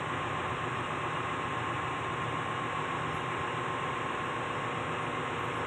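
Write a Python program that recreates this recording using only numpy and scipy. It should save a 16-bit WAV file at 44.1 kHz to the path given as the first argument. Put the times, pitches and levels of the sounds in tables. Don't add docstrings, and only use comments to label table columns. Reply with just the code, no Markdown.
import sys
import numpy as np
from scipy import signal
from scipy.fft import rfft, irfft
from scipy.io import wavfile
from scipy.ndimage import uniform_filter1d, map_coordinates

SR = 44100
rng = np.random.default_rng(int(sys.argv[2]) if len(sys.argv) > 2 else 0)


def bounce(signal):
    frames = np.transpose(np.atleast_2d(signal))
    limited = np.clip(frames, -1, 1)
    pcm = np.round(limited * 32767).astype(np.int16)
    wavfile.write(sys.argv[1], SR, pcm)


def boost_factor(decibels):
    exponent = np.asarray(decibels, float) / 20
    return 10 ** exponent


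N = 249650
T = np.arange(N) / SR
CYCLE_HZ = 7.497


def rms_one(x):
    return x / np.sqrt(np.mean(x ** 2) + 1e-20)


def at_hz(points, hz):
    hz_points, db_points = np.transpose(points)
    return np.interp(np.log(hz + 1), np.log(hz_points), db_points, left=-120, right=-120)


def coloured(spectrum, peaks=()):
    hz = np.fft.rfftfreq(N, 1 / SR)
    gain = boost_factor(at_hz(spectrum, hz))
    for peak_hz, width_hz, peak_db in peaks:
        gain = gain * boost_factor(peak_db / (1 + (2 * (hz - peak_hz) / width_hz) ** 2))
    return rms_one(irfft(rfft(rng.standard_normal(N)) * gain, N))


# (frequency [Hz], density [dB per Hz])
AIR_LEAKS = [(4750, -30.5), (5100, -15.5), (5500, -6.5), (6300, -2.5), (7400, 2.5), (8400, 1), (8900, -4),
             (9300, -14.5), (10900, -18), (11500, -21.5), (13300, -20.5), (13700, -31.5), (15400, -29),
             (15600, -46)]


def air_hiss():
    return boost_factor(-60.4) * coloured(AIR_LEAKS)


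# (frequency [Hz], density [dB per Hz])
FAN_ROAR = [(20, -34), (60, -13), (124, -1), (158, -1.5), (205, -16.5), (254, -5.5), (376, -8), (661, -11),
            (1070, -5.5), (1680, -9.5), (2700, -17), (3200, -19.5), (3750, -22), (4100, -32.5),
            (4400, -43.5), (4750, -57.5)]
# (frequency [Hz], width [Hz], level [dB])
DUCT_MODES = [(120, 4.2, -0.5), (154, 18, -0.5), (269, 16, 2), (378, 30, 2.5), (1053, 17, -10.5),
              (1096, 84, 3.5), (1680, 33, 6), (2044, 22, 5.5), (1983, 14, 2), (2413, 35, 6.5),
              (2630, 127, 6), (2843, 37, 11)]


def fan_roar():
    return boost_factor(-38) * coloured(FAN_ROAR, DUCT_MODES)


# (time [s], peak level [dB], frequency [Hz], 60 dB decay [s])
TOOL_PINGS = [
    (3.136, -60, 10882, .45),
    (5.005, -63, 8924, .7),
    (5.548, -64, 10808, .5),
    (0.81, -78, 10820, .4),
    (2.66, -77, 10850, .4),
]
# (time [s], rms level [dB], length [s])
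TOOL_SCUFFS = [
    (3.13, -74, .06),
    (3.88, -81, .1),
    (4.235, -75, .05),
    (5.37, -76, .025),
    (5.39, -70, .045),
    (5.43, -70, .075),
    (5.54, -79, .04),
]


def hand_tool():
    out = np.zeros(N)
    for start, peak_db, hz, t60 in TOOL_PINGS:
        age = np.maximum(T - start, 0)
        onset = 1 - np.exp(-age / 0.0032)
        out += boost_factor(peak_db - 60 * age / t60) * onset * np.sin(2 * np.pi * hz * age)
    bright = coloured([(6000, -4), (9500, 0), (13000, -1), (14000, -11), (15400, -12)])
    grit = coloured([(30, 0), (250, 0)])
    for start, rms_db, length in TOOL_SCUFFS:
        progress = np.clip((T - start) / length, 0, 1)
        stroke = np.sin(np.pi * progress ** 0.44)
        out += boost_factor(rms_db + 3.0 * grit) * bright * stroke
    return out


# (time [s], level [dB])
BLADE_LEVEL = [(0, -82), (.6, -82), (1.4, -80), (2.2, -86), (2.7, -81), (3.2, -75), (3.9, -82), (4.5, -77),
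               (5.2, -85), (5.66, -75)]
# (time [s], frequency [Hz])
BLADE_HZ = [
    (0, 5410),
    (2.4, 5410),
    (2.6, 5430),
    (5.66, 5438),
]


def turbocharger():
    hz = np.interp(T, *np.transpose(BLADE_HZ)) + 9.0 * coloured([(2, 0), (30, 0)])
    phase = 2 * np.pi * np.cumsum(hz) / SR
    flutter_db = 4.2 * coloured([(3, 0), (15, 0)])
    blade_db = np.interp(T, *np.transpose(BLADE_LEVEL)) + flutter_db
    octave_db = -101 + 1.5 * T + 3.8 * coloured([(3, 0), (25, 0)])
    blade = boost_factor(blade_db) * np.sin(phase)
    octave = boost_factor(octave_db) * np.sin(2 * phase)
    blower = boost_factor(-82) * np.sin(phase * 1.22)
    return np.sqrt(2) * (blade + octave + blower)


# (time [s], level [dB])
MESH_LEVEL = [(0, -44), (.7, -44), (1.6, -42), (2.4, -41.5), (3.2, -43), (3.7, -40), (4.4, -43),
              (5.2, -44.5), (5.66, -44.5)]


def walked_orders(s):
    upper_swing = np.cos(2 * np.pi * (s - 2.8) / 1.75)
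    lower_swing = np.cos(2 * np.pi * (s - 3.55) / 3.7)
    return {142: boost_factor(np.interp(s, *np.transpose(MESH_LEVEL))),
            63: boost_factor(-58.5 + 2 * s),
            148: boost_factor(-53 + 7 * upper_swing),
            136: boost_factor(-56 + 7 * lower_swing)}


# (multiple of the cycle rate [count], rms level [dB])
STRONG_ORDERS = [(12, -53.8), (15, -56.6), (16, -50.9), (18, -56.9), (21, -52.5), (22, -57.3), (34, -55.5),
                 (35, -56.8), (41, -57.1), (46, -55.6), (47, -57.1), (49, -53.8), (51, -55.9), (53, -56.1),
                 (54, -56.5), (63, -51.5), (78, -57.0), (99, -53.7), (127, -56.3), (136, -52.9),
                 (141, -52.2), (142, -42.7), (145, -54.7), (148, -50.6), (149, -57.0), (150, -55.8),
                 (151, -53.8), (162, -57.1), (164, -57.1), (169, -55.5)]
# (frequency [Hz], rms level [dB])
ORDER_COMB = [(40, -90), (70, -80), (130, -68.5), (210, -68), (320, -66.5), (500, -64), (750, -67),
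              (1050, -62), (1400, -69.5), (1900, -66.5), (2400, -72.5), (2900, -75), (3700, -86.5)]


def diesel_engine():
    size, count = 16384, 500
    phase = T * CYCLE_HZ
    cycles = int(phase[-1]) + 2

    uneven = np.clip(rng.standard_normal(count), -3, 1)
    levels = at_hz(ORDER_COMB, np.arange(count) * CYCLE_HZ) + 6.5 * uneven
    wander = 0.46 * (1 + np.arange(count) / 400.0)
    for multiple, rms_db in STRONG_ORDERS:
        levels[multiple] = rms_db
        wander[multiple] *= .65

    shape = (cycles + 20, count)
    steps = rng.standard_normal(shape) + 1j * rng.standard_normal(shape)
    drift = signal.lfilter([1], [1, -0.77], steps, axis=0)[20:]
    drift = rms_one(drift.view(float)).view(complex)
    orders = boost_factor(levels) * (1 + wander * drift) / np.sqrt(1 + 2 * wander ** 2)
    for multiple, level in walked_orders(np.arange(cycles) / CYCLE_HZ).items():
        orders[:, multiple] = level
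    orders = orders * np.exp(2j * np.pi * rng.random(count))

    waveforms = irfft(orders, size) * size / np.sqrt(2)
    return map_coordinates(waveforms, [phase, phase % 1 * size], order=1, mode="grid-wrap")


def scene():
    background = air_hiss() + fan_roar()
    return (background + hand_tool() + turbocharger() + diesel_engine())[None]


# (frequency [Hz], level [dB])
AUDIBILITY = [(20, -18), (4400, -15), (5200, -17), (6000, -13), (7000, -14), (9500, -21), (11000, -22),
              (11400, -20), (12000, -22), (13000, -24), (13800, -30), (14200, -32.5), (15500, -32),
              (22050, -32)]


def spectral_gate(x):
    hz, _, cells = signal.stft(x, SR, nperseg=2048, noverlap=1024)
    width = 8
    band = np.minimum(np.arange(len(hz)) // width, (len(hz) - 1) // width - 1)
    power = (abs(cells[:-1]) ** 2).reshape(-1, width, cells.shape[1]).mean(axis=1)
    power = uniform_filter1d(power, size=2, axis=1)
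    hiss_peak = (abs(cells[(hz > 7000) & (hz < 8000)]) ** 2).mean()
    waver = rms_one(uniform_filter1d(rng.standard_normal(power.shape), size=3, axis=1))
    line_db = at_hz(AUDIBILITY, hz[width // 2::width])[:, None] + 2.5 * waver
    heard = power > hiss_peak * boost_factor(line_db) ** 2
    return signal.istft(cells * heard[band], SR, nperseg=2048, noverlap=1024)[1][:N]


def top_cut(x):
    return signal.sosfilt(signal.butter(12, 15530, fs=SR, output="sos"), x)


def record(dry):
    gated = spectral_gate(dry[0])
    return top_cut(gated[None])


dry = scene()
out = record(dry)
bounce(out)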